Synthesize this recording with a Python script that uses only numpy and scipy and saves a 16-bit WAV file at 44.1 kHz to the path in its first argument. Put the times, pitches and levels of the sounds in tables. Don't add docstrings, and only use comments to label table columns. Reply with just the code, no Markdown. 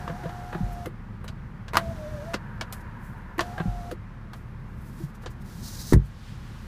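import sys
import numpy as np
from scipy import signal
from scipy.fft import rfft, irfft, next_fast_len
from scipy.io import wavfile
from scipy.ndimage import uniform_filter1d, map_coordinates

SR = 44100
rng = np.random.default_rng(int(sys.argv[2]) if len(sys.argv) > 2 else 0)


def generate_wav(signal):
    frames = np.transpose(np.atleast_2d(signal))
    scaled = np.clip(frames, -1, 1) * 32767
    pcm = np.round(scaled).astype(np.int16)
    wavfile.write(sys.argv[1], SR, pcm)


N = 294134

# (start t/s, stop t/s)
MOTOR_RUNS = [(-.05, .865), (1.765, 2.345), (3.405, 3.92)]
# (t/s, f/Hz)
WHINE_PITCH = [
    [(.06, 725), (.103, 672), (.16, 722), (.22, 744), (.26, 652), (.305, 727), (.39, 711), (.5, 720),
     (.55, 752), (.63, 721), (.82, 700)],
    [(1.8, 667), (1.92, 666), (1.99, 618.4), (2.07, 604), (2.105, 625.6), (2.205, 575), (2.24, 615),
     (2.265, 661), (2.34, 679)],
    [(3.41, 706), (3.53, 715), (3.585, 762), (3.68, 721.6), (3.82, 703), (3.92, 707)],
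]
# (f/Hz, level/dB)
WHINE_LOUDNESS = [(575, -40.5), (604, -39.5), (617, -42.5), (626, -51), (652, -55), (666, -38.5),
                  (690, -43), (718, -43.5), (735, -51), (760, -42)]
# (multiple of the whine's pitch, level/dB before the housing)
SHAFT_TONES = [(.5, -61.5), (.9, -69), (1.118, -61.5), (1.885, -59.5), (2, -70)]
# (f/Hz, level/dB)
HOUSING_BOOST = [(600, 1), (750, -9), (795, 6), (835, 17.5), (900, -6), (1250, -7), (1370, 1.5),
                 (1600, -12)]
# (f/Hz, level/dB)
BRUSH_COLOUR = [(250, -2.5), (500, 4.5), (1100, 0), (1700, -5), (2500, -11), (3800, -11), (5000, -13.5),
                (6000, -12.5), (7000, -16.5), (9500, -20), (12000, -18.5), (13500, -23), (15000, -26)]

# (multiple of the firing rate, level/dB)
ENGINE_TONES = [(1, -45.5), (2, -57), (3, -48), (4, -56), (6, -58.5)]
# (f/Hz, level/dB)
RUMBLE_COLOUR = [(22, -23), (31, -1.5), (45, -8), (70, 6.5), (88, -2), (120, 4), (165, -2.5), (200, -0.5),
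                 (230, -4.5), (275, -15.5), (340, -17.5), (450, -22.5), (800, -63.5)]
# (f/Hz, level/dB)
AIR_COLOUR = [(180, -34.5), (310, -1), (430, -8), (510, -3), (630, -8), (950, -2.5), (1150, -3.5),
              (1750, -7), (2250, -13), (3400, -26), (8000, -43), (11000, -40), (15000, -45)]
# (t/s, level/dB)
VENT_HISS_LEVEL = [(5, -71), (5.9, -66.5), (6.29, -52.5), (6.4, -58.5), (6.5, -56.5), (6.66, -59.5)]
# (t/s, share from 0 to 1)
ROOF_GAP = [(0, 1), (.45, 0.59), (.87, 0.09), (1.77, 0.15), (2.34, 0.75), (2.72, 0.82), (3.4, 0.52),
            (3.92, 0.06), (5.9, 0.16)]
# (f/Hz, level/dB)
TYRE_COLOUR = [(600, -28), (850, 0.5), (960, 13), (1150, -2), (1400, 7.5), (1780, 8.5), (2050, -13),
               (3000, -30)]

# (t/s, first level/dB, second level/dB, glass level/dB, ring f/Hz)
ARM_NOTCHES = [(.078, -20.5, -30.5, -28.5, 1170), (.236, -32, -34, -25, 990),
               (.528, -26, -24.5, -24.5, 1700), (3.58, -22, -22.5, -21.5, 1620)]
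# (f/Hz, level/dB)
FRAME_COLOUR = [(400, -20.5), (650, 3.5), (820, -6), (1000, 2), (1100, -1), (1205, -1), (1320, -3.5),
                (1450, -0.5), (1700, -2), (2300, -13.5), (4000, -19.5), (8000, -64.5)]
# (f/Hz, level/dB, t60/s)
PANEL_NOTES = [(342, 2, 0.075), (392, -4.5, 0.057), (502, 3.5, 0.046)]
# (f/Hz, level/dB)
SNAP_COLOUR = [(1200, -24), (2650, 7), (3100, 7.5), (3700, 5), (4500, 6), (5200, 2), (6500, -2),
               (9000, -9.5), (14000, -46)]
# (f/Hz, level/dB)
TICK_COLOUR = [(4000, -16), (8000, -2), (12000, .5), (15500, -8)]
# (t/s, clack level/dB, knock level/dB, snap level/dB, tick level/dB, ring f/Hz)
HARD_CLICKS = [(.292, -31.5, -37, -51, -59, 860), (.858, -26.5, -31, -43, -40.5, 2080),
               (1.242, -31, -35.5, -59, -50, 1410), (1.279, -34, -57, -39.5, -51, 1440),
               (1.681, -33.5, -42, -44, -59, 1720), (1.77, -2, -27.5, -15.5, -21, 1213),
               (2.335, -22.5, -42, -42, -46, 1374), (2.341, -18, -23, -26.5, -41, 2045),
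               (2.611, -19.5, -33, -29.5, -44, 2260), (2.725, -31.5, -58, -39.5, -31.5, 2480),
               (3.393, -8.5, -21.5, -27, -52, 1783), (3.407, -13.5, -24, -26, -34.5, 660),
               (3.913, -28.5, -26.5, -42, -42.5, 1280), (4.333, -31.5, -60, -46.5, -51.5, 750.2),
               (5.234, -36.5, -42, -71, -62, 927), (5.26, -28.5, -30, -37.5, -66, 730)]
# (t/s, number of hits, first level/dB)
GEAR_CHATTER = [(1.734, 3, -21), (3.381, 1, -27)]

# (t/s, level/dB)
GLASS_LANDINGS = [(0.605, -19.5), (3.655, -18.5)]
# (delay t/s, added level/dB, f/Hz, t60/s)
SEAL_NOTES = [(0, -1, 181, .08), (.022, -3.5, 44.2, 0.51), (.025, -4, 105, .11)]
# (t/s, level/dB, f/Hz, t60/s)
TRIM_JOLTS = [(1.745, -29, 94, .2), (2.338, -29.5, 204.9, .12), (3.381, -28, 325, 0.055),
              (5.002, -35.5, 333, 0.14), (5.035, -23.5, 142, 0.11)]
# (peak t/s, level/dB, rise t/s, fall t/s, lower edge f/Hz)
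RUSTLE_SWELLS = [(.735, -53, 0.036, .02, 8970), (2.74, -53, .01, 0.069, 6984),
                 (2.81, -62, .01, 0.023, 5000), (3.05, -62.5, .08, 0.23, 8000), (4.36, -65, .03, .15, 6000),
                 (4.84, -67, .15, .4, 8040), (5.04, -56.5, 0.33, 0.091, 2500),
                 (5.152, -60, .01, 0.028, 3000), (5.224, -63.5, 0.016, 0.11, 2500),
                 (5.308, -59, .01, 0.035, 5000), (5.42, -56, .02, 0.021, 3000),
                 (6.06, -57, 0.04, .06, 7000), (6.66, -67, .6, .1, 7000)]
# (f/Hz, level/dB)
FABRIC_COLOUR = [(1500, -18), (3200, 3), (5000, 3), (9000, -1), (12000, 0), (15000, -5)]

# (t/s, relative level/dB)
SHADE_RUBBING = [(5.45, -62), (5.488, -57), (5.616, -53), (5.648, -44.5), (5.78, -46.5), (5.818, -42.5),
                 (5.834, -45.5), (5.91, -42.5)]
# (f/Hz, level/dB)
RAIL_SCRAPE_COLOUR = [(2000, -13.5), (3300, -24), (3900, -3), (4800, -1.5), (6300, -2), (7500, -7.5),
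                      (12000, -11.5)]
# (t/s, boom level/dB, crack level/dB)
SHADE_HITS = [(5.924, -18, -27.5), (5.9327, -6.5, -20), (5.958, -9.5, -53)]
# (f/Hz, level/dB, t60/s)
LINING_NOTES = [(52.4, 5.5, 0.24), (73, 3.5, 0.12), (99, 1, 0.19), (136.6, 0, 0.22), (191, 0, 0.15),
                (272, -3, .08), (354, -4, 0.13), (443, -12, .11), (555, -16, .046)]
# (f/Hz, level/dB)
HANDLE_COLOUR = [(250, 1), (600, -1), (900, -0.5), (1500, -5), (1950, 2), (2400, -14.5), (3500, -16.5),
                 (7000, -16.5), (10000, -17), (15000, -27)]
# (delay t/s, level/dB)
WINDOW_ECHOES = [(.0021, -27.5), (.0037, -27), (.0058, -17.5), (.0083, -22)]


def amp(db):
    return 10 ** (np.asarray(db) / 20)


def unit(x):
    return x / np.sqrt(np.mean(x ** 2) + 1e-20)


def clock(size):
    return np.arange(size) / SR


def curve(rows):
    return np.interp(clock(N), *np.transpose(rows))


def wobble(rate):
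    knots = rng.standard_normal(int(N * rate / SR) + 4)
    return map_coordinates(knots, [np.arange(N) * rate / SR])


def colour(x, points):
    size = 2 * next_fast_len(len(x) // 2 + 4096)
    hz, db = np.transpose(points)
    gain = amp(np.interp(np.log(np.fft.rfftfreq(size, 1 / SR) + 1), np.log(hz), db))
    cepstrum = irfft(np.log(gain))
    cepstrum[1:size // 2] *= 2
    cepstrum[size // 2 + 1:] = 0
    return irfft(rfft(x, size) * np.exp(rfft(cepstrum)))[:len(x)]


def treble(x, hz):
    return signal.sosfilt(signal.butter(2, hz, "highpass", fs=SR, output="sos"), x)


def noise(points):
    return unit(colour(rng.standard_normal(N), points))


def crest(x):
    return x / np.sqrt(uniform_filter1d(x ** 2, size=176).max())


def add(track, s, sound):
    part = track[round(s * SR):][:len(sound)]
    part += sound[:len(part)]


def motor():
    t, out = clock(N), np.zeros(N)
    brushes = noise(BRUSH_COLOUR)
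    for (start, stop), pitch in zip(MOTOR_RUNS, WHINE_PITCH):
        running = np.clip((t - start) / 0.023, 0, 1) * np.clip((stop - t) / 0.01 + .5, 0, 1)
        hz = curve(pitch)
        phase = 2 * np.pi * np.cumsum(hz * (1 + 0.00602 * wobble(90))) / SR
        sides = sum(amp(db + np.interp(k * hz, *np.transpose(HOUSING_BOOST))) * np.sin(k * phase)
                    for k, db in SHAFT_TONES)
        sides *= amp(1.1 * wobble(26.36))
        whine_db = np.interp(hz, *np.transpose(WHINE_LOUDNESS)) + 1.1 * wobble(60)
        whine = np.sqrt(2) * (amp(whine_db) * np.sin(phase) + sides)
        surge_db = 7 * np.exp(-np.abs(t - start) / 0.058)
        pulsing = 1 + 0.43 * np.sin(phase)
        out += running * (whine + amp(-51.5 + surge_db) * brushes * pulsing)
    return out


def engine(firing_hz=35.7):
    phase = 2 * np.pi * np.cumsum(firing_hz * (1 + 0.0083 * wobble(3))) / SR
    drone = sum(amp(db + 0.18 * wobble(14)) * np.sin(k * phase + rng.uniform(0, 2 * np.pi))
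                for k, db in ENGINE_TONES)
    rumble = amp(-40.5 + 2.2 * wobble(5.9)) * noise(RUMBLE_COLOUR)
    return np.sqrt(2) * drone + rumble


def air(shut_db=-53.5, open_rise_db=4.5):
    roar = amp(shut_db + open_rise_db * curve(ROOF_GAP) + 0.14 * wobble(4.76)) * noise(AIR_COLOUR)
    hiss = noise([(1200, -5.5), (3000, 1), (4500, -2), (7000, -9), (14000, -19.5)])
    return roar + amp(curve(VENT_HISS_LEVEL)) * hiss


def traffic(tread_hz=940):
    phase = 2 * np.pi * np.cumsum(tread_hz * (1 + .018 * wobble(120) + .018 * wobble(6))) / SR
    singing = amp(2.5 * wobble(14)) * (np.sin(phase) + .55 * np.sin(1.68 * phase))
    return amp(-49.5) * curve(ROOF_GAP) * (noise(TYRE_COLOUR) + amp(-9) * singing)


def ring(notes, scatter_db=0):
    t = clock(SR // 4)
    out = np.zeros(len(t))
    for k, (hz, db, t60) in enumerate(notes):
        fade = amp(db + scatter_db * rng.standard_normal() - 60 * t / t60)
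        out += (-1) ** k * fade * np.sin(2 * np.pi * hz * t)
    return crest(out)


def burst(points, t60, sharp):
    t, sharp = clock(SR // 4), np.clip(sharp, 0, 1)
    swell = 1 - np.exp(-t / (0.00064 * (1 - sharp) + 1 / SR))
    near_echoes = 1 + 1.36 * sharp * np.exp(-t / 0.0029)
    hit = rng.standard_normal(len(t)) * swell * near_echoes * amp(-60 * t / t60)
    hit[0] += 24 * sharp ** 2
    return crest(colour(hit, points))


def contact(db, knock_db, snap_db, tick_db, hz):
    sharp = 1 + db / 44
    return (amp(db - 10) * burst(FRAME_COLOUR, t60=0.095, sharp=sharp)
            + amp(db - 16) * ring([(hz, 0, .052)])
            + amp(knock_db - 6) * ring(PANEL_NOTES, scatter_db=6)
            + amp(snap_db - 2) * burst(SNAP_COLOUR, t60=0.072, sharp=sharp)
            + amp(tick_db - 5) * burst(TICK_COLOUR, t60=0.081, sharp=sharp))


def bump(db, hz, t60):
    t = clock(SR // 2)
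    swell = (1 - np.exp(-t / 0.0021)) ** 2
    return amp(db - 2) * crest(swell * amp(-60 * t / t60) * np.sin(2 * np.pi * hz * t))


def lifting_arms(gap_s=.02):
    out = np.zeros(N)
    for s, first_db, second_db, glass_db, hz in ARM_NOTCHES:
        add(out, s, contact(first_db, knock_db=-31, snap_db=first_db - 28, tick_db=-57, hz=hz))
        second = contact(second_db, knock_db=-25.5, snap_db=second_db - 32, tick_db=-64, hz=hz)
        add(out, s + gap_s, second)
        add(out, s + gap_s, bump(glass_db, hz=166.8, t60=0.1))
    return out


def switch_and_drive(chatter_gap_s=.0105, chatter_rise_db=5.5):
    out = np.zeros(N)
    for s, db, knock_db, snap_db, tick_db, hz in HARD_CLICKS:
        add(out, s, contact(db, knock_db, snap_db, tick_db, hz))
    for s, count, first_db in GEAR_CHATTER:
        for k in range(round(count)):
            db = first_db + k * chatter_rise_db
            hit = contact(db, knock_db=-29, snap_db=db - 20.5, tick_db=-42, hz=1032)
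            add(out, s + k * chatter_gap_s, hit)
    for _, stop in MOTOR_RUNS:
        add(out, stop + 0.0031, amp(-29) * ring(PANEL_NOTES, scatter_db=2))
    return out


def glass_and_trim():
    out = np.zeros(N)
    for s, db in GLASS_LANDINGS:
        for delay, part_db, hz, t60 in SEAL_NOTES:
            add(out, s + delay, bump(db + part_db, hz, t60))
    for s, db, hz, t60 in TRIM_JOLTS:
        add(out, s, bump(db, hz, t60))
    return out


def rustles():
    t, out = clock(N), np.zeros(N)
    cloth = amp(2 * wobble(50)) * noise(FABRIC_COLOUR)
    for s, db, rise, fall, hz in RUSTLE_SWELLS:
        below_peak_db = 20 * np.maximum((s - t) / rise, (t - s) / fall)
        out += amp(db - below_peak_db) * unit(treble(cloth, hz))
    return out


def sunshade(start_s=5.43, end_s=5.95):
    t = clock(N)
    moving = np.clip((t - start_s) / .03, 0, 1) * np.clip((end_s - t) / .021, 0, 1)
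    speed_db = curve(SHADE_RUBBING) + 45
    fabric = amp(-51.5 + 0.53 * speed_db) * noise(FABRIC_COLOUR)
    grip = amp(1.6 * wobble(140))
    rails = amp(-45 + 1.54 * speed_db) * grip * noise(RAIL_SCRAPE_COLOUR)
    out = moving * (fabric + rails)
    for push, (s, boom_db, crack_db) in zip([1, 1, -1], SHADE_HITS):
        add(out, s, push * amp(boom_db) * ring(LINING_NOTES))
        add(out, s, amp(crack_db) * burst(HANDLE_COLOUR, t60=0.065, sharp=0.49))
    add(out, SHADE_HITS[0][0], amp(-10) * ring([(272, 0, 0.027), (420, -1.2, .01)]))
    return out


def windows(x):
    out, bright = x.copy(), treble(x, hz=1700)
    for delay, db in WINDOW_ECHOES:
        add(out, delay, amp(db) * bright)
    return out


def scene():
    roof = motor() + switch_and_drive() + lifting_arms() + glass_and_trim() + sunshade()
    return windows(roof + rustles() + engine() + air() + traffic())[None]


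def record(dry, limit_db=-15, react_s=0.1, recover_db_per_s=13.5, top_hz=15500):
    power = np.abs(uniform_filter1d(dry[0] ** 2, size=SR // 25))
    excess_db = np.maximum(10 * np.log10(power + 1e-12) - limit_db, 0)
    recovery_db = recover_db_per_s * clock(N)
    held_db = np.maximum.accumulate(excess_db + recovery_db) - recovery_db
    step = 1 / (react_s * SR)
    dip_db = signal.lfilter([step], [1, step - 1], held_db)
    size = next_fast_len(N + SR // 2)
    below_top = np.fft.rfftfreq(size, 1 / SR) < top_hz
    return irfft(rfft(dry * amp(-dip_db), size) * below_top, size)[..., :N]


dry = scene()
out = record(dry)
generate_wav(out)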